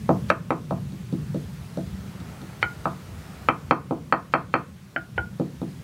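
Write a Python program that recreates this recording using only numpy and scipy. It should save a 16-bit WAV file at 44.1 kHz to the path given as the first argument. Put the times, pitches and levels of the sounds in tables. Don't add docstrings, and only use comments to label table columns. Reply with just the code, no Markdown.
import sys
import numpy as np
from scipy import signal
from scipy.fft import rfft, irfft
from scipy.io import wavfile
from scipy.ndimage import uniform_filter1d

SR = 44100
rng = np.random.default_rng(int(sys.argv[2]) if len(sys.argv) > 2 else 0)


def makeup_ratio(level_db):
    decades = np.asarray(level_db, float) / 20
    return 10 ** decades


def unload_audio(sound):
    columns = np.transpose(np.atleast_2d(sound))
    steps = np.round(np.clip(columns, -1, 1) * 32767)
    wavfile.write(sys.argv[1], SR, steps.astype(np.int16))


N = 257103

RIM_ROOM_DB = -5.5


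def pestle():
    air, walls, slab = np.zeros((3, N))
    blows = [(row, 0) for row in soft_blows() + hard_blows()]
    blows += [(row, RIM_ROOM_DB) for row in rim_blows()]
    for (s, db, contact_ms, *how), room_db in blows:
        near, thud = blow(db, contact_ms, *how)
        start = s + 0.0032 - 0.000736 * contact_ms
        add(air, start, near)
        add(walls, start, near * makeup_ratio(room_db))
        add(slab, start, thud)
    return air, walls, slab


# start in seconds, blow in dB, contact time in ms,
# wall ring in dB, floor thud in dB.
SOFT = [(0.089, -7.5, 1.68, -13.5, -9), (0.706, -13, 1.7, -10, -4.5), (0.921, -31, 3.5, -6, -0.5),
        (1.125, -18, 3.8, -11, -2), (1.344, -19, 3.47, -13, -2.5), (1.771, -19.5, 3.1, -10.5, -5.5),
        (2.203, -33, 5.8, -2, -5), (2.416, -32.5, 3.7, -11, -18), (2.853, -10, 1.16, -4.5, -14),
        (3.907, -8, 2.03, -7.5, -16.5), (5.396, -12, 2.46, -9.5, -6.5), (5.615, -17, 3, 2, -6.5)]
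SKIN_TICK_DB, SKIN_SHAFT_DB = -39, -51


def soft_blows():
    return [(s, db, ms, bowl_and_wall(wall_db), thud_db, SKIN_TICK_DB - db, SKIN_SHAFT_DB - db)
            for s, db, ms, wall_db, thud_db in SOFT]


# start in seconds, blow in dB, contact time in ms, shaft in dB, dry tick in dB.
HARD = [
    (0.299, 1, 0.87, -40, -27.5),
    (0.503, -4.5, 1, -48, -25.5),
    (3.484, -1, 0.51, -44, -46),
    (3.707, 2.5, 0.8, -35, -53),
    (4.122, 2, 0.87, -31, -39),
    (4.335, 3, 0.79, -33, -40.5),
    (4.537, 2.5, 0.72, -30.5, -52),
]
WALL_RING_DB, WALL_DB_PER_MS = -14.5, -21
HARD_THUD_DB = -24


def hard_blows():
    return [(s, db, ms, bowl_and_wall(WALL_RING_DB + WALL_DB_PER_MS * (ms - 1)), HARD_THUD_DB, tick_db, shaft_db)
            for s, db, ms, shaft_db, tick_db in HARD]


# frequency in Hz, level in dB, t60 in seconds.
BOWL = [(310, -6.5, 0.005), (469, -4, 0.0049), (590.6, 5, 0.0056), (651, -2.5, 0.019), (783, -1.5, 0.0025),
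        (1860, 4, 0.016), (2015, 9, 0.0042), (2590, 12, 0.0073), (2900, -5, 0.006), (3140, 2.5, 0.014)]
# frequency in Hz, level in dB, t60 in seconds.
WALL = [(1263, 10, 0.013), (1192, -22.5, 0.11), (1213, -22.5, .22), (1484, -12, 0.17), (1102, 6, 0.019),
        (1590, -4.5, 0.035), (2350, -11, 0.094)]


def bowl_and_wall(wall_db):
    return BOWL + [(hz, db + wall_db, t60) for hz, db, t60 in WALL]


# start in seconds, blow in dB, ring t60 in seconds,
# partner mode in Hz, contact time in ms.
RIM = [
    (2.625, -5, 0.18, 1328, 0.49),
    (4.959, -7, 0.076, 1520, 0.79),
    (5.176, -9, 0.087, 1534, 0.91),
]
# frequency in Hz, level in dB, t60 in seconds.
LIP = [(470, -7.5, 0.0037), (722, -12.5, 0.014), (1060, -3.5, 0.0018), (1640, 2.5, 0.0035),
       (2180, 5.5, 0.0068), (2490, 2, 0.0057), (3027, -0.5, 0.022), (342, -12, .012)]
RING_HZ, SPLIT_HZ, RIM_RING_DB = 1432, 14, -9
RIM_PARTNER_DB, PARTNER_T60 = -7, 0.03


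def rim_blows():
    rows = []
    for s, db, t60, partner_hz, ms in RIM:
        ring = [(RING_HZ - SPLIT_HZ, RIM_RING_DB, t60),
                (RING_HZ + SPLIT_HZ, RIM_RING_DB - 1, t60),
                (partner_hz, RIM_PARTNER_DB, PARTNER_T60)]
        tick_db, shaft_db = -14 - 26 * ms, -8 - 40 * ms
        rows.append((s, db, ms, LIP + ring, -32, tick_db, shaft_db))
    return rows


# frequency in Hz, level in dB, t60 in seconds.
TICK = [(1400, -2, 0.0023), (2470, -19, 0.0022), (3740, 4, 0.0092), (5820, -5, 0.017), (7900, -6, 0.011),
        (11400, -5, 0.0021)]
# frequency in Hz, level in dB, t60 in seconds.
SHAFT = [(4275, -2, 0.033), (4610, -6.5, 0.018)]
# frequency in Hz, level in dB, t60 in seconds.
SLAB = [(110, -36, .3), (144.75, 21, 0.68), (185.3, 22.5, 0.42), (240, 9.5, 0.48)]
SPOT_DB, SPOT_DRIFT = 2, 0.00018
RADIATES_HZ = 288


def blow(db, contact_ms, body, thud_db, tick_db, shaft_db):
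    t = np.arange(SR // 2) / SR
    contact_ms = max(contact_ms, 0.2)
    first_touch = bell(t[:600], 0.38 * contact_ms)
    force = bell(t[:600], contact_ms) + makeup_ratio(-32.5) * first_touch

    spot = rng.standard_normal((24, 2))
    moved = [(hz * (1 + SPOT_DRIFT / (t60 + 0.0078) * a), mode_db + SPOT_DB * b, t60)
             for (hz, mode_db, t60), (a, b) in zip(TICK + body, spot)]
    tip, clay = moved[:len(TICK)], moved[len(TICK):]

    knock = signal.oaconvolve(modes(clay, t), force)[:len(t)]
    knock = signal.sosfilt(signal.butter(2, RADIATES_HZ, "high", fs=SR, output="sos"), knock)
    thud = modes(SLAB, t) * np.minimum(t / 0.005, 1)
    near = knock / abs(knock).max() + makeup_ratio(tick_db) * modes(tip, t)
    near = near + makeup_ratio(shaft_db) * modes(SHAFT, t) * np.minimum(t / 0.00054, 1)
    return makeup_ratio(db) * near, makeup_ratio(db + thud_db) * thud


def bell(t, ms):
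    force = np.exp(-0.5 * (6000 * t / ms - 3) ** 2)
    return force / force.sum()


# contact in seconds, level in dB.
CRUSHES = [
    (0.3, -43),
    (.706, -52),
    (2.627, -42),
    (2.854, -47),
    (4.335, -40.5),
    (4.537, -46.5),
    (5.176, -48),
]
CRUSH_S, CRUSH_HZ = 0.015, (700, 4200)


def crush():
    t, out = np.arange(round(CRUSH_S * SR)) / SR, np.zeros(N)
    band = signal.butter(2, CRUSH_HZ, "band", fs=SR, output="sos")
    for s, db in CRUSHES:
        grains = rng.standard_normal(1200) * rng.exponential(1, 1200)
        crackle = evened(signal.sosfilt(band, grains))[:len(t)]
        add(out, s - CRUSH_S, makeup_ratio(db) * crackle * np.sqrt(t / CRUSH_S))
    return out


# delay in seconds, signed gain.
ECHOES = [(.0027, -0.72), (.0045, 0.076), (.0066, 0.046), (.0082, -0.12), (.0095, -0.2), (0.0091, -0.21),
          (0.0149, 0.29), (0.0162, 0.19), (0.0217, -0.27)]
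FLUTTER_S, FLUTTER_GAIN = 0.01228, 0.35
WALL_HZ = 2500
# frequency in Hz, level in dB.
TAIL = [(200, 2), (500, -5.5), (1000, -3.5), (2000, -11), (4000, -8), (10000, -3.5)]
# frequency in Hz, t60 in seconds.
ROOM = [(150, 0.55), (400, 0.24), (1040, 0.26), (2760, 0.23), (8000, 0.13)]
# frequency in Hz, level in dB, t60 in seconds.
STANDING = [(275.5, -9, 0.27), (325, 4, 0.21), (425.6, 6.5, 0.06), (486.4, 0.5, 0.18), (565.2, -6, 0.2),
            (661.5, 6, 0.13), (744, -4.5, 0.13), (780, -9, 0.13), (890.5, 2.5, .13), (983, 0, 0.11)]
ROOM_DB, STANDING_DB = -7, -7.5


def room(x):
    early, taps = np.zeros((2, SR // 2))
    flutter = [(k * FLUTTER_S, FLUTTER_GAIN ** k) for k in range(1, 16)]
    for s, gain in ECHOES + flutter:
        early[round(s * SR)] += gain
    early = signal.lfilter(*signal.butter(1, WALL_HZ, fs=SR), early)

    at = np.arange(300, SR // 2 - 20, 20)
    taps[at + rng.integers(0, 20, len(at))] = rng.choice([-1., 1.], len(at))
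    hz, t, z = signal.stft(taps, SR, nperseg=256)
    decay_db = read(TAIL, hz)[:, None] - 60 * t / read(ROOM, hz)[:, None]
    tail = signal.istft(z * makeup_ratio(decay_db), SR, nperseg=256)[1][:len(taps)]

    age = np.arange(len(taps)) / SR
    standing = modes(STANDING, age) * np.minimum(age / 0.015, 1)
    late = makeup_ratio(ROOM_DB) * tail / np.linalg.norm(tail) + makeup_ratio(STANDING_DB - 25.0) * standing
    return signal.fftconvolve(x, early + late)[:N]


# time in seconds, loudness in dB.
HUM_LEVEL = [(0.0, -32.5), (0.55, -31.5), (0.75, -30.5), (1.0, -36.5), (1.3, -30.5), (1.6, -40.5),
             (1.85, -34), (2.1, -36.5), (2.45, -42), (3.0, -44.5), (3.5, -40.5), (3.9, -33.5), (4.2, -38.5),
             (4.45, -34), (4.95, -42), (5.3, -33.5), (5.5, -40), (5.83, -36.5)]
# frequency in Hz, width in Hz, level in dB.
HUM = [(127, 54, 1), (158.5, 33, -0.5), (190, 44, 0), (227, 8.9, -10), (343, 190, -25.5)]
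# frequency in Hz, width in Hz, level in dB.
RUMBLE = [(65.5, 7.4, 10), (87, 45, 5), (97.5, 8.4, -20.5)]
RUMBLE_DB, RUMBLE_FOLLOWS = -43.5, 0.068
GUST_DB, GUSTS_PER_S = 5, 4.5


def hum():
    t, loud = np.arange(N) / SR, level(HUM_LEVEL)
    rates = np.geomspace(0.3, 1.5, num=12) * GUSTS_PER_S
    gusts = evened(sum(np.sin(2 * np.pi * (rate * t + rng.random())) for rate in rates))
    deep = makeup_ratio(RUMBLE_DB + GUST_DB * gusts) * evened(loud ** RUMBLE_FOLLOWS)
    return loud * humming(HUM) + deep * humming(RUMBLE)


def humming(peaks):
    hz = np.fft.rfftfreq(N, 1 / SR)
    power = sum(makeup_ratio(2 * db) / (1 + (2 * (hz - f) / width) ** 2) ** 2 for f, width, db in peaks)
    return evened(irfft(rfft(rng.standard_normal(N)) * np.sqrt(power), N))


# closest approach in seconds, level in dB, half-amplitude time in seconds.
PASSES = [
    (2.35, -46.5, 0.32),
    (3.4, -47.5, 0.53),
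]
# frequency in Hz, level in dB per Hz.
WASH = [(200, 8), (400, -1), (800, -2.5), (1100, -7), (1300, 0), (1550, -6.5), (2500, -11.5), (5000, -46)]


def wash():
    t = np.arange(N) / SR
    passing = sum(makeup_ratio(db) / (1 + ((t - s) / half) ** 2) for s, db, half in PASSES)
    return passing * coloured(WASH, patchy_db=-0.5)


# frequency in Hz, level in dB per Hz.
HISS = [(180, -59), (300, -4.5), (400, -4.5), (660, -10.5), (1280, -11.5), (2500, -15), (8500, -22.5),
        (16000, -28)]
HISS_DB = -49.5


def hiss():
    return makeup_ratio(HISS_DB) * coloured(HISS, patchy_db=1.12)


def modes(rows, t):
    x = sum((-1) ** k * makeup_ratio(db - 60 * t / t60) * np.sin(2 * np.pi * hz * t)
            for k, (hz, db, t60) in enumerate(rows))
    return x / abs(x).max()


def coloured(points, patchy_db):
    frames, hz = N // 256 + 5, np.fft.rfftfreq(1024, 1 / SR)
    a, b, patches = rng.standard_normal((frames, 513, 3)).T
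    patches = uniform_filter1d(patches, size=12, axis=0)
    patches = evened(uniform_filter1d(patches, size=14, axis=1))
    z = (a + 1j * b) * makeup_ratio(read(points, hz)[:, None] + patchy_db * patches)
    return evened(signal.istft(z, nperseg=1024, noverlap=768)[1][:N])


def evened(x):
    return x / np.sqrt(np.mean(x ** 2) + 1e-20)


def read(points, hz):
    f, value = np.transpose(points)
    return np.interp(np.log(hz + 1), np.log(f + 1), value)


def level(rows):
    return makeup_ratio(np.interp(np.arange(N) / SR, *np.transpose(rows)))


def add(mix, s, sound):
    part = mix[round(s * SR):][:len(sound)]
    part += sound[:len(part)]


def scene():
    air, walls, slab = pestle()
    return (air + room(walls) + slab + hum() + hiss() + wash() + crush())[None]


def top_cut(x):
    return signal.sosfilt(signal.butter(12, 16140, fs=SR, output="sos"), x)


MIC_HZ, EDGE_HZ, CEILING = 64.7, 15900, 0.76
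KNEE_DB, KNEE_WIDTH_DB, CUT_DB_PER_MS, FULL_CUT_DB = -8.5, 0.5, 4, 6.5
CUT_DELAY_S, RECOVERY_S = 0.012, 0.49


def record(dry):
    heard = signal.sosfilt(signal.butter(2, MIC_HZ, "high", fs=SR, output="sos"), dry)
    power_db = 10 * np.log10(abs(uniform_filter1d(heard[0] ** 2, size=44)) + 1e-12)
    over_ms = np.clip((power_db - KNEE_DB) / KNEE_WIDTH_DB, 0, 1) * 1000 / SR
    piled_db = signal.lfilter([CUT_DB_PER_MS], [1, -np.exp(-1 / (RECOVERY_S * SR))], over_ms)
    cut_db = FULL_CUT_DB * np.tanh(piled_db / FULL_CUT_DB)
    heard = heard / makeup_ratio(np.interp(np.arange(N) - CUT_DELAY_S * SR, np.arange(N), cut_db))
    limited = heard / (1 + (heard / CEILING) ** 6) ** (1 / 6)
    limited = signal.oaconvolve(limited, signal.firwin(255, EDGE_HZ, fs=SR)[None], "same")
    return top_cut(limited)


dry = scene()
out = record(dry)
unload_audio(out)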